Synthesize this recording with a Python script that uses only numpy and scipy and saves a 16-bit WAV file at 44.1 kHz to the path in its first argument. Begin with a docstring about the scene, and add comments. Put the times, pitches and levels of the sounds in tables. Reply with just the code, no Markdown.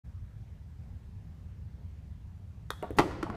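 """Putt on a hollow wooden deck

A putter clicks against a ball, which hops and rolls over a hollow wooden deck, knocks hard on the rim
and hops on. Each contact is a set of dying modes plus a pitchless crack; rolling is many tiny bumps.
A large tiled hall answers with echoes and a tail, over shaped noise for ventilation rumble and hiss."""
import sys
import numpy as np
from scipy import signal
from scipy.fft import rfft, irfft
from scipy.io import wavfile
from scipy.ndimage import uniform_filter1d

SR = 44100
rng = np.random.default_rng(int(sys.argv[2]) if len(sys.argv) > 2 else 0)


def wrap_up_sound(samples):
    """Save the sound to the file named by the first command line argument, as 16-bit audio."""
    columns = np.atleast_2d(samples).T
    # keep every value between -1 and 1, then stretch to whole-number steps
    tamed = np.clip(columns, -1, 1)
    steps = np.round(tamed * 32767).astype(np.int16)
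    wavfile.write(sys.argv[1], SR, steps)


def magnitude_from_level(level_db):
    """Linear magnitude for a level in decibels (20 dB per decade)."""
    exponent = np.asarray(level_db, float) / 20
    return 10 ** exponent


N = 148176  # samples, 3.36 s

# Ringing modes of each struck thing, levels relative: pitch_hz, level_db, t60_s
PUTTER_MODES = [(473, 5.5, 0.013), (1090, 2.5, 0.005), (1330, 8, 0.0069), (1780, -5.5, 0.015),
                (3470, -5.5, 0.0084), (3630, -8.5, 0.014), (3720, -48, 0.2), (1542, -2, 0.012),
                (3340, -34, 0.61), (2390, -15.5, .01)]
DECK_MODES = [(215, -1, .035), (320, 0, .022), (430, 0, .02), (540, -3, .018), (690, 0, .02),
              (880, -2, .016), (1090, -2, .013), (1330, -3, .013), (1650, -6, .013), (2050, -8, .015),
              (2800, -8, .015), (3300, -10, .015), (3900, -10, .015)]
RIM_MODES = [(158, -4.5, 0.044), (334.6, -8, 0.051), (392, 2, 0.014), (519, 4.5, 0.0092), (735, -12, 0.03),
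             (813, 2, 0.0091), (943, -1, 0.014), (1090, -9, 0.026), (1181, 4.5, 0.0069),
             (1563, 4.5, 0.0052), (1928, -9, 0.015), (2590, -9, 0.019), (3557, -10.5, 0.035),
             (4270, -8, 0.019)]
# Contacts; where and how hard they land favours some modes:
# start_s, ring_peak_db, favoured_pitch_hz, crack_db
# The putter meets the ball
PUTT_BLOWS = [(2.7043, -19.5, 2580, -29)]
# First hops on the deck, same columns
HOP_BLOWS = [(2.8253, -41.5, 2350, -41), (2.8265, -27.5, 428, -46), (2.8322, -25.5, 747, -64),
             (2.9062, -26.5, 366, -42.5), (2.9755, -30.5, 243, -44)]
# The rim rattles under the knock, same columns
KNOCK_BLOWS = [(2.9857, -10, 1110, -16.5), (2.9878, -10, 730, -10.5), (2.9925, -8.5, 330, -22),
               (2.9952, -12.5, 910, -17), (3.0001, -17, 825, -26.5), (3.0035, -23, 900, -23.5)]
# Later hops on the deck; any crack has the same colour as the rim's; same columns
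LATER_HOP_BLOWS = [(3.2282, -24.5, 1340, -28), (3.2305, -22.5, 296, -28), (3.2664, -29.5, 885, -71),
                   (3.292, -33, 228, -72), (3.3003, -27.5, 1090, -36.5), (3.351, -62.5, 3930, -48)]
# Crack colour of putter, rim and later hops, relative: pitch_hz, level_db
CRACK_COLOUR = [(300, -32), (1000, 19.5), (2500, 2.5), (4500, -1.5), (7000, -8.5), (11000, -14),
                (15000, -23)]
# Crack colour of the first hops, relative: pitch_hz, level_db
HOP_CRACK_COLOUR = [(300, -31), (1500, 8), (5500, -22), (9000, -8), (15000, -14)]
# Loudness curve of the rolling ball: time_s, level_db
ROLL_LEVEL = [(2.801, -71), (2.836, -39.5), (2.9, -60), (2.972, -48.5), (3.2, -80), (3.27, -54.5),
              (3.34, -44)]
# Early echoes: delay_s, level_db
EARLY_ECHOES = [(.0095, -11), (.0175, -17), (.029, -22), (.122, -25)]
# Decay of the hall's tail: pitch_hz, t60_s
HALL_DECAY = [(100, 3.8), (300, 0.86), (1000, 1.62), (3000, 1.67), (8000, 0.58), (15000, 0.38)]
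# Starting colour of the tail, relative: pitch_hz, level_db
TAIL_COLOUR = [(100, 7), (300, 11.5), (1000, 1.5), (3000, 2), (8000, 10.5), (15000, 12.5)]
# Spectrum of rumble and hiss, relative: pitch_hz, level_db (per Hz)
HUM_SPECTRUM = [(24, -46), (31, -24), (39, -16), (64, -0.5), (85, 2), (133, -9.5), (171, -11.5),
                (298, -29.5), (597, -37), (850, -38), (1230, -42), (1700, -43.5), (3000, -49),
                (4800, -53.5), (6200, -54.5), (10300, -61), (15500, -62.5)]

PUTT_OCTAVES, HOP_OCTAVES, KNOCK_OCTAVES = 5, .33, 1.3  # how wide the favoured range is
RISE_CYCLES = 1.2  # time constant of a mode's build-up, in its own cycles
CRACK_RISE_S, CRACK_T60_S = .0004, .012
PUTT_TILT_DB = 8  # towards this per octave in the treble; brightens the putter's crack
BUMPS_PER_S, BUMP_HZ, BUMP_OCTAVES = 150, 450, 1.5  # mean rate, favoured pitch and range
BUMP_SPREAD_DB = 4  # mean boost of a bump before the cap
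BURST_S, BURST_LEN_S, BURST_DB, BURST_HZ = 2.968, .016, -56, (2500, 13000)  # just before the knock
HALL_DB, NEAR_DB = -11, -10.5  # long tail; quick scatter off near surfaces before dulling
NEAR_T60_S, NEAR_HZ = 0.21, 5300  # scatter's decay; near echoes lose treble above NEAR_HZ
ECHO_SMEAR_S = .003  # time constant
BLUR_HZ = 150  # rms rate at which the balance of the two tails turns
HUM_DB = -44.5  # rms
PATCH_DB, SWELL_DB = 1.1, .3
MURMUR_DB, MURMUR_HZ = 1.0, 550  # extra patchiness around this pitch
START_S, FADE_IN_S = 0.034, 0.015
EDGE_HZ = 15500


def evened(x):
    """Scales to rms 1."""
    return x / np.sqrt(np.mean(x ** 2) + 1e-20)


def read(points, hz):
    """Reads a table along a log-frequency axis."""
    f, value = np.transpose(points)
    return np.interp(np.log(hz + 1), np.log(f + 1), value)


def add(mix, s, sound):
    """Mixes a sound in at time s."""
    part = mix[round(s * SR):][:len(sound)]
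    part += sound[:len(part)]


def ring(modes, favoured_hz, octaves):
    """Sums dying modes that build up with their own cycles, strongest near the favoured pitch. Peak 1."""
    t = np.arange(SR // 2) / SR
    out = np.zeros(len(t))
    for hz, db, t60 in modes:
        favour_db = -7.2 * (np.log2(hz / favoured_hz) / octaves) ** 2
        envelope = magnitude_from_level(db + favour_db - 60 * t / t60) * (1 - np.exp(-t * hz / RISE_CYCLES))
        out += envelope * np.sin(2 * np.pi * hz * t)
    return out / abs(out).max()


def crack(grit, spectrum, tilt_db):
    """A dying burst of noise held to a smooth spectrum, so that it has no pitch of its own."""
    t, hz = np.arange(2048) / SR, np.fft.rfftfreq(2048, 1 / SR)
    fade = magnitude_from_level(-60 * t / CRACK_T60_S) * (1 - np.exp(-t / CRACK_RISE_S))
    colour = magnitude_from_level(read(spectrum, hz) + tilt_db * np.log2(hz / 1000 + 1))
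    burst = grit * fade
    for _ in range(12):
        # keep the phases, impose the colour, then pull it back under the envelope
        burst = irfft(colour * np.exp(1j * np.angle(rfft(burst))))
        burst = burst * np.linalg.norm(fade) / np.linalg.norm(burst)
        burst = np.clip(burst, -3 * fade, 3 * fade)
    return burst


def blows(rows, modes, octaves, spectrum, tilt_db=0):
    """Each blow sets the struck object's modes ringing and adds a crack of contact noise."""
    out = np.zeros(N)
    grits = rng.standard_normal((len(rows), 2048))
    for (s, db, favoured_hz, crack_db), grit in zip(rows, grits):
        add(out, s, magnitude_from_level(db) * ring(modes, favoured_hz, octaves))
        add(out, s, magnitude_from_level(crack_db) * crack(grit, spectrum, tilt_db))
    return out


def rolling():
    """Many small bumps of the ball, at random times and strengths, ring the deck."""
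    strength = magnitude_from_level(BUMP_SPREAD_DB * np.minimum(rng.exponential(1, N), 4))
    bumps = (rng.random(N) < BUMPS_PER_S / SR) * strength * rng.choice([-1., 1.], N)
    sound = signal.oaconvolve(bumps, ring(DECK_MODES, BUMP_HZ, BUMP_OCTAVES))[:N]
    s, db = np.transpose(ROLL_LEVEL)
    level_db = np.interp(np.arange(N) / SR, s, db, left=-150)
    return magnitude_from_level(level_db) * evened(sound)


def faint_burst():
    """A brief faint burst of band-passed noise, heard as hiss just before the knock."""
    out = np.zeros(N)
    progress = np.arange(2000) / SR / BURST_LEN_S
    band = signal.butter(2, BURST_HZ, "bandpass", fs=SR, output="sos")
    hiss = evened(signal.sosfilt(band, rng.standard_normal(2000)))
    envelope = np.clip(8 * progress, 0, 1) * (progress < 1)
    add(out, BURST_S, magnitude_from_level(BURST_DB) * hiss * envelope)
    return out


def sparse_taps():
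    """Two trains of random-sign reflections, one every 10 samples or so, starting after 5 ms."""
    taps = np.zeros((2, SR))
    at = np.arange(SR // 200, SR - 10, 10)
    at = at + rng.integers(0, 10, (2, len(at)))
    np.put_along_axis(taps, at, rng.choice([-1., 1.], at.shape), axis=1)
    return taps


def late_tail(x, taps):
    """Taps die band by band; a wandering balance between two tails blurs narrow rings."""
    hz, t, z = signal.stft(taps, SR, nperseg=256)
    z = z * magnitude_from_level(read(TAIL_COLOUR, hz)[:, None] - 60 * t / read(HALL_DECAY, hz)[:, None])
    tails = signal.istft(z, SR, nperseg=256)[1][:, :SR]
    tails = tails / np.linalg.norm(tails[0])
    wander = evened(uniform_filter1d(rng.standard_normal(N), size=200))
    turn = 2 * np.pi * np.cumsum(BLUR_HZ * wander) / SR
    shares = x * np.array([np.cos(turn), np.sin(turn)])
    return signal.fftconvolve(shares, tails, axes=1).sum(0)[:N]


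def near_echoes(x, taps):
    """Quick scatter and smeared echoes off near surfaces, dulled by a gentle low-pass."""
    near = taps[0] * magnitude_from_level(-60 * np.arange(SR) / SR / NEAR_T60_S)
    near = magnitude_from_level(NEAR_DB) * near / np.linalg.norm(near)
    for delay, db in EARLY_ECHOES:
        rough = rng.standard_normal(300) * np.exp(-np.arange(300) / SR / ECHO_SMEAR_S)
        add(near, delay, magnitude_from_level(db) * rough / np.linalg.norm(rough))
    near = signal.lfilter(*signal.butter(1, NEAR_HZ, fs=SR), near)
    return signal.fftconvolve(x, near)[:N]


def hall(x):
    """Direct sound, near reflections and the long tail of the tiled hall."""
    taps = sparse_taps()
    return x + near_echoes(x, taps) + magnitude_from_level(HALL_DB) * late_tail(x, taps)


def hum():
    """Ventilation rumble and faint hiss: shaped noise with drifting patches and a slow swell."""
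    frames, hz = N // 512 + 5, np.fft.rfftfreq(2048, 1 / SR)
    a, b, patches = rng.standard_normal((frames, 1025, 3)).T  # each: bins by frames
    patches = uniform_filter1d(patches, 20, 0)
    patches = evened(uniform_filter1d(patches, 8, 1))
    swell = evened(uniform_filter1d(rng.standard_normal(frames), 20))
    depth_db = PATCH_DB + MURMUR_DB * np.exp(-np.log2((hz + 1) / MURMUR_HZ) ** 2)
    level_db = read(HUM_SPECTRUM, hz)[:, None] + depth_db[:, None] * patches + SWELL_DB * swell
    noise = signal.istft((a + 1j * b) * magnitude_from_level(level_db), nperseg=2048, noverlap=1536)[1][:N]
    return magnitude_from_level(HUM_DB) * evened(noise)


def scene():
    """Putter, ball, deck and rim sound in the hall, over the hum."""
    putt = blows(PUTT_BLOWS, PUTTER_MODES, PUTT_OCTAVES, CRACK_COLOUR, PUTT_TILT_DB)
    hops = blows(HOP_BLOWS, DECK_MODES, HOP_OCTAVES, HOP_CRACK_COLOUR)
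    knock = blows(KNOCK_BLOWS, RIM_MODES, KNOCK_OCTAVES, CRACK_COLOUR)
    later_hops = blows(LATER_HOP_BLOWS, DECK_MODES, HOP_OCTAVES, CRACK_COLOUR)
    close = putt + hops + knock + later_hops + rolling() + faint_burst()
    return (hall(close) + hum())[None]


def top_cut(x):
    """Nothing passes above the cut-off."""
    return signal.sosfilt(signal.butter(12, 15810, fs=SR, output="sos"), x)


def record(dry):
    """Fades in from silence and cuts the extreme treble with a steep low-pass."""
    fade = np.clip((np.arange(N) / SR - START_S) / FADE_IN_S, 0, 1) ** 2
    low_pass = signal.firwin(511, EDGE_HZ, window=("kaiser", 9), fs=SR)
    mix = signal.oaconvolve(dry * fade, low_pass[None], "same")
    return top_cut(mix)


dry = scene()
out = record(dry)
wrap_up_sound(out)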